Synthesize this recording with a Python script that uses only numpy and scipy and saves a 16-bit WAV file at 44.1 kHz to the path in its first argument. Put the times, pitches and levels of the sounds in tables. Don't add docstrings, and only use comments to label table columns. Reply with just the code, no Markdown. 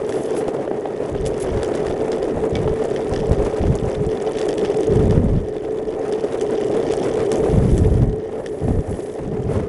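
import sys
import numpy as np
from scipy import signal
from scipy.fft import rfft, irfft, next_fast_len
from scipy.io import wavfile
from scipy.ndimage import uniform_filter1d

SR = 44100
rng = np.random.default_rng(int(sys.argv[2]) if len(sys.argv) > 2 else 0)


def master(y):
    cut = np.clip(np.atleast_2d(y).T, -1, 1)
    pcm = np.round(cut * 32767)
    wavfile.write(sys.argv[1], SR, pcm.astype(np.int16))


N = 426888
TIME = np.arange(N) / SR

# t/s, hum level/dB, roar level/dB, grit level/dB
RIDE_LEVELS = [(0.0, -24, -31.5, -51), (0.3, -22.5, -29.5, -46.5), (0.7, -27.5, -31.5, -60),
               (1.05, -25.5, -32, -50.0), (1.8, -22.5, -28.5, -48), (2.8, -22.5, -29, -49.5),
               (3.2, -22.5, -28, -48.5), (4.05, -24, -31, -48), (4.4, -22, -29.5, -42.5),
               (4.95, -17, -27, -46.0), (5.35, -25.5, -35.5, -53.5), (6.0, -23.0, -32.5, -52.0),
               (6.9, -20, -27.5, -43), (7.5, -19.5, -28, -45), (8.2, -27, -37, -57.0),
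               (8.65, -28.5, -32.5, -56), (9.15, -29, -36, -55.5), (9.68, -24.5, -34, -58.5)]
# f/Hz, width/Hz, level/dB
HUM_RESONANCES = [(438.4, 38, -2), (390, 92.6, -8)]
# f/Hz, level/dB
HUM_SPECTRUM = [(100, -21), (250, 2.5), (400, -3.5), (445, -1.5), (490, -7), (700, -13), (1500, -30.5)]
# f/Hz, level/dB
ROAR_SPECTRUM = [(25, -22), (70, -23.5), (110, -7), (140, -0.5), (170, -3.5), (330, 3), (520, 3),
                 (780, -9.5), (1000, -14), (1450, -21), (2000, -23.5), (4000, -38.5), (11000, -41.5)]
# f/Hz, width/Hz, level/dB
ROAR_RESONANCES = [(521.4, 38, -0.5), (637, 89, -6.5), (770, 58, -6.5), (1013, 114, -21.5), (1253, 48, -21)]
# t/s, level/dB
WHIRR_LEVELS = [(0, -58), (1.5, -51), (7.0, -58), (8.9, -52.5), (9.5, -66)]
# f/Hz, width/Hz, level/dB
BEARING_RESONANCES = [(1210, 130, 0), (1825, 140, 14), (2310, 69, -8), (3020, 320, -15), (3410, 120, -19)]
# f/Hz, level/dB
CRACK_SPECTRUM = [(300, -14), (1000, -3), (1850, 7.5), (2600, 3), (2950, 3.5), (3200, -1.5), (3450, 6.5),
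                  (3750, 2.5), (4250, -3), (4900, -1.5), (5900, -5.5), (7500, -11), (11000, -19.5)]
# f/Hz, level/dB
SNAP_SPECTRUM = [(1500, 0), (3400, -24), (4200, -5), (5000, -1), (6200, 4.5), (8200, 3.5), (10000, 0),
                 (10800, -1.5)]
# f/Hz, width/Hz, level/dB
WHEEL_RESONANCES = [(1800, 93, 9), (2200, 210, 2.5), (3060, 300, 6), (3510, 150, 4), (4680, 970, -2),
                    (6070, 720, 0)]
# start t/s, length/s, level/dB
WIND_GUSTS = [(1.084, 0.2, -29), (1.418, 0.07, -32), (1.507, 0.064, -23.5), (1.838, 0.096, -33.5),
              (2.322, 0.075, -29.5), (2.487, 0.23, -25.5), (3.06, 0.21, -28.5), (3.274, 0.045, -19),
              (3.367, 0.07, -21.5), (3.594, 0.13, -17), (3.817, 0.024, -16.5), (3.94, 0.13, -24),
              (4.865, 0.51, -16), (7.05, 0.16, -36), (7.358, 0.1, -28), (7.46, 0.62, -14.5),
              (8.61, 0.17, -15.5), (8.857, 0.079, -22), (9.193, 0.24, -23), (9.429, 0.19, -16.5)]
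# f/Hz, level/dB
WIND_SPECTRUM = [(10, -35), (25, 0.5), (40, -1), (90, 1), (150, 0), (250, -7), (400, -18), (700, -27.5),
                 (1500, -57), (4000, -78), (11000, -64.5)]
# t/s, bass level/dB
WIND_BASS_LEVELS = [(0, -14), (0.9, -14), (1.2, 5), (3.4, 3), (5.2, 0), (7.8, 1), (9.0, -5.5), (9.25, -8),
                    (9.68, -22)]
# start t/s, length/s, level/dB
FINGER_STROKES = [(0.056, 0.25, -51), (0.347, 0.06, -42.5), (1.255, 0.032, -39), (1.395, 0.052, -40.5),
                  (7.3, 0.76, -54), (8.3, 0.67, -59), (8.852, 0.35, -54.5), (9.49, 0.057, -51)]
# f/Hz, level/dB
RUB_SPECTRUM = [(500, -18), (2000, 3), (4000, -2), (5500, 2.5), (7500, 6.5), (9500, 6.5), (10800, 13.5)]
# t/s, crack level/dB, snap level/dB
BIG_STONES = [(0.092, -26.5, -38), (0.1236, -26.5, -40), (0.4798, -31, -36), (1.262, -25, -28.5),
              (1.6308, -19, -31), (1.751, -30, -32.5), (1.8667, -23, -38), (2.1181, -20.5, -37),
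              (2.228, -28, -43), (2.5538, -20, -38), (2.962, -24.5, -63), (3.1362, -22, -40),
              (3.161, -21, -41), (3.202, -27.5, -48), (3.3188, -26, -39), (3.7532, -43, -31),
              (4.385, -23.5, -42), (4.4138, -24, -35), (4.4889, -21.5, -35), (4.5806, -21, -37),
              (4.6487, -21, -45), (4.832, -25.5, -39), (5.1085, -27.5, -39), (6.124, -26.5, -37),
              (6.4115, -26.5, -31), (6.922, -28, -32.5), (6.9362, -27, -35), (7.317, -23.5, -24.5),
              (7.3567, -33, -33), (7.7779, -29, -29), (8.4612, -25.5, -39)]
# t/s, level/dB
BIG_BUMPS = [(0.206, -24.5), (0.31, -25), (0.366, -17), (0.482, -15), (0.676, -17.5), (0.712, -16.5),
             (0.855, -15), (1.021, -19.5), (1.148, -20.5), (2.371, -18), (2.437, -15.5), (2.642, -21),
             (2.676, -12), (2.844, -18.5), (3.637, -19), (5.124, -21), (6.935, -16), (7.315, -16.5)]
# f/Hz, level/dB
KNOCK_SPECTRUM = [(150, -8.5), (400, 3.5), (600, 3.5), (800, 1), (1100, -15.5), (1600, -17.5),
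                  (3000, -26.5), (8000, -54)]
# f/Hz, level/dB, time to fade by 60 dB/s
TRUCK_NOTES = [(2260, -27.5, 0.11), (3450, -36, 0.049)]
# t/s, level/dB, half width/s
AIR_THUMPS = [(3.313, -0.5, 0.00096), (5.178, 3.5, 0.0014), (8.032, -10, 0.0023), (8.789, -5, 0.0014)]

BREEZE_DB, BREEZE_SWING_DB, BREEZE_HZ = -40.5, 1.5, 4.1
GUST_RISE_S, GUST_RISE_SHARE = 0.023, 0.093
GUST_FALL_S, GUST_FALL_SHARE = 0.028, 0.032
PEBBLES_PER_S, PEBBLE_CRACK_DB, PEBBLE_SNAP_DB, PEBBLE_SPREAD_DB = 6.8, 13.5, 9, 1.5
FRAGMENT_GAP_S, FRAGMENT_LOSS_DB = 0.012, 7.0
RIPPLES_PER_S, RIPPLE_DB, RIPPLE_SPREAD_DB = 3.0, 2.5, 5.5
CUTOFF_HZ = 11020


def from_db(db):
    return 10 ** (np.asarray(db) / 20)


def in_time(rows):
    times, *columns = np.transpose(rows)
    return [np.interp(TIME, times, column) for column in columns]


def rms_one(x):
    return x / np.sqrt(np.mean(x ** 2) + 1e-20)


def running_level(x, window_s):
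    return np.sqrt(uniform_filter1d(x ** 2, int(window_s * SR)) + 1e-9)


def pass_filter(x, kind, hz, order=2):
    return signal.sosfilt(signal.butter(order, hz, kind, fs=SR, output="sos"), x)


def drift(rate_hz):
    step, warm_up = 20, 4000
    pole = np.exp(-2 * np.pi * rate_hz * step / SR)
    noise = rng.standard_normal(N // step + warm_up + 2)
    slow = signal.lfilter([1], [1, -2 * pole, pole * pole], noise)[warm_up:]
    return np.interp(np.arange(N) / step, np.arange(len(slow)), rms_one(slow))


def colour(x, spectrum):
    size = 2 * next_fast_len(N // 2 + SR // 2)
    hz, db = np.transpose(spectrum)
    bins_hz = np.fft.rfftfreq(size, 1 / SR)
    gain = rms_one(from_db(np.interp(np.log(bins_hz + 1), np.log(hz), db)))
    cepstrum = irfft(np.log(gain))[:size // 2]
    cepstrum[1:] *= 2
    return irfft(rfft(x, size) * np.exp(rfft(cepstrum, size)))[:N]


def resonate(x, resonances):
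    out = 0
    for k, (hz, width, db) in enumerate(resonances):
        radius = np.exp(-np.pi * width / SR)
        poles = [1, -2 * radius * np.cos(2 * np.pi * hz / SR), radius ** 2]
        ring = (1 - radius ** 2) / 2 * signal.lfilter([1, 0, -1], poles, x)
        out = out + (-1) ** k * from_db(db) * ring
    return out


def lumpy_noise(rough_db, lumps_hz):
    return rng.standard_normal(N) * from_db(rough_db * drift(lumps_hz))


def crumble(power, decay_s):
    pole = np.exp(-2 / (decay_s * SR))
    swell = signal.lfilter([(1 - pole) ** 2], [1, -2 * pole, pole * pole], power + 1e-18)
    return np.sqrt(np.abs(swell)) * rng.standard_normal(N)


def blows(times, level_db, length_s):
    power = np.zeros(N)
    power[(times * SR).astype(int)] = from_db(level_db) ** 2 * length_s * SR
    return crumble(power, length_s)


def scattered(per_s, spread_db, level_db, length_s):
    hit = rng.random(N) < per_s / SR
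    sizes = from_db(level_db + spread_db * np.clip(rng.standard_normal(N), -2, 2))
    return crumble(hit * sizes ** 2 * length_s * SR, length_s)


def grains(per_s, spread_db, grain_s):
    sizes = from_db(spread_db * np.minimum(rng.exponential(1, N), 3.2))
    hit = rng.random(N) < per_s * from_db(2.0 * drift(12)) / SR
    return rms_one(crumble(hit * sizes ** 2, grain_s))


def hum(level_db, steadiness):
    ring = rms_one(colour(resonate(rng.standard_normal(N), HUM_RESONANCES), HUM_SPECTRUM))
    swell = running_level(ring, window_s=0.06)
    return from_db(level_db) * rms_one(ring / swell ** steadiness)


def roar(level_db, broad_db, ring_db, bite, patchy_db):
    broad = rms_one(colour(lumpy_noise(rough_db=3.0, lumps_hz=48.0), ROAR_SPECTRUM))
    rings = resonate(grains(per_s=500, spread_db=5.0, grain_s=0.0011), ROAR_RESONANCES)
    rings = rms_one(pass_filter(rings, "band", [250, 2000]))
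    shake = from_db(broad_db) * broad + from_db(ring_db) * rings
    rasp = signal.sosfiltfilt(signal.butter(2, 900, "high", fs=SR, output="sos"), shake)
    rasp_db = bite * (level_db - level_db.mean()) + patchy_db * drift(5.6)
    return from_db(level_db) * (shake + (from_db(rasp_db) - 1) * rasp)


def bearings():
    level_db, = in_time(WHIRR_LEVELS)
    whirr = resonate(rng.standard_normal(N), BEARING_RESONANCES)
    return from_db(level_db) * rms_one(pass_filter(whirr, "low", 3800))


def grit(level_db, crack_db, ring_db, snap_db, both_db, sand_db):
    both = from_db(both_db) * grains(per_s=64, spread_db=3.5, grain_s=0.0013)
    cracks = from_db(crack_db) * grains(per_s=100, spread_db=6.0, grain_s=0.0012)
    snaps = from_db(snap_db) * grains(per_s=45, spread_db=1.5, grain_s=0.00035)
    sand = from_db(sand_db) * rng.standard_normal(N)
    rings = resonate(grains(per_s=70, spread_db=2.5, grain_s=0.0012), WHEEL_RESONANCES)
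    rings = from_db(ring_db) * rms_one(pass_filter(rings, "band", [1500, 6500]))
    dull = colour(cracks + both + sand, CRACK_SPECTRUM)
    bright = colour(snaps + both + sand, SNAP_SPECTRUM)
    return from_db(level_db) * (dull + bright + rings)


def gust(start, length):
    rise = np.clip((TIME - start) / (GUST_RISE_S + GUST_RISE_SHARE * length), 0, 1)
    since_end = np.maximum(TIME - start - length, 0)
    return rise * np.exp(-since_end / (GUST_FALL_S + GUST_FALL_SHARE * length))


def wind(lumpy_db, swirls_hz):
    breeze = from_db(BREEZE_DB + BREEZE_SWING_DB * drift(BREEZE_HZ))
    gust_power = sum((from_db(db) * gust(start, length)) ** 2 for start, length, db in WIND_GUSTS)
    strength = np.sqrt(breeze ** 2 + gust_power)
    swirls = rms_one(colour(lumpy_noise(lumpy_db, swirls_hz), WIND_SPECTRUM))
    swirls /= running_level(swirls, window_s=0.08)
    bass = pass_filter(swirls, "low", 130, order=1)
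    bass_db, = in_time(WIND_BASS_LEVELS)
    return strength * (swirls + (from_db(bass_db) - 1) * bass)


def fingers(gain_db, rough_db, roundness):
    pressure = 0
    for start, length, db in FINGER_STROKES:
        progress = np.clip((TIME - start) / length, 0, 1)
        arch = np.abs(np.sin(np.pi * progress)) ** roundness
        pressure += from_db(db) * arch
    flicker = from_db(gain_db + rough_db * drift(74))
    return pressure * flicker * colour(rng.standard_normal(N), RUB_SPECTRUM)


def fragments(times, level_db, length_s, count=3):
    gaps = FRAGMENT_GAP_S * rng.uniform(.5, 1.5, (len(times), count))
    return sum(blows(times + gaps[:, :k].sum(axis=1), level_db - FRAGMENT_LOSS_DB * k, length_s)
               for k in range(count))


def stones(grit_db, crush_s, crack_gain_db, snap_gain_db, ring_gain_db):
    times, crack_db, snap_db = np.transpose(BIG_STONES)
    cracks = fragments(times, crack_db, crush_s)
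    cracks += scattered(PEBBLES_PER_S, PEBBLE_SPREAD_DB, grit_db + PEBBLE_CRACK_DB, crush_s)
    snaps = fragments(times, snap_db, crush_s)
    snaps += scattered(PEBBLES_PER_S, PEBBLE_SPREAD_DB, grit_db + PEBBLE_SNAP_DB, crush_s)
    dull = from_db(crack_gain_db) * colour(cracks, CRACK_SPECTRUM)
    bright = from_db(snap_gain_db) * colour(snaps, SNAP_SPECTRUM)
    rings = from_db(ring_gain_db) * resonate(cracks, WHEEL_RESONANCES)
    return dull + bright + rings


def knocks(roar_db, contact_s, gain_db):
    times, level_db = np.transpose(BIG_BUMPS)
    small = scattered(RIPPLES_PER_S, RIPPLE_SPREAD_DB, roar_db + RIPPLE_DB, contact_s)
    big = blows(times, level_db, contact_s)
    return from_db(gain_db) * colour(big + small, KNOCK_SPECTRUM)


def ping(start_s):
    age = np.maximum(TIME - start_s, 0)
    return sum(from_db(db - 60 * age / fade_s) * np.sin(2 * np.pi * hz * age)
               for hz, db, fade_s in TRUCK_NOTES)


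def thumps():
    swings = sum(from_db(db) * np.exp(-np.abs(TIME - t) / width) for t, db, width in AIR_THUMPS)
    return pass_filter(swings + 1e-18, "high", 25, order=1)


def scene():
    hum_db, roar_db, grit_db = in_time(RIDE_LEVELS)
    board = from_db(-0.64) * hum(hum_db, steadiness=0.2)
    board += roar(roar_db, broad_db=3.5, ring_db=-3.0, bite=0.18, patchy_db=2.5)
    board += bearings()
    board += grit(grit_db, crack_db=-4.0, ring_db=-4.5, snap_db=-10.5, both_db=-6.5, sand_db=-12.5)
    board += stones(grit_db, crush_s=0.0013, crack_gain_db=-4.0, snap_gain_db=4.0, ring_gain_db=-5.0)
    board += knocks(roar_db, contact_s=0.0025, gain_db=0.5)
    board += ping(start_s=2.553)
    air = wind(lumpy_db=3.0, swirls_hz=30.2) + thumps()
    hand = fingers(gain_db=11.0, rough_db=2.5, roundness=0.57)
    return (board + air + hand)[None]


def record(dry):
    treble_cut = signal.ellip(12, .1, 80, CUTOFF_HZ, fs=SR, output="sos")
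    return signal.sosfilt(treble_cut, np.clip(dry, -1, 1))


dry = scene()
out = record(dry)
master(out)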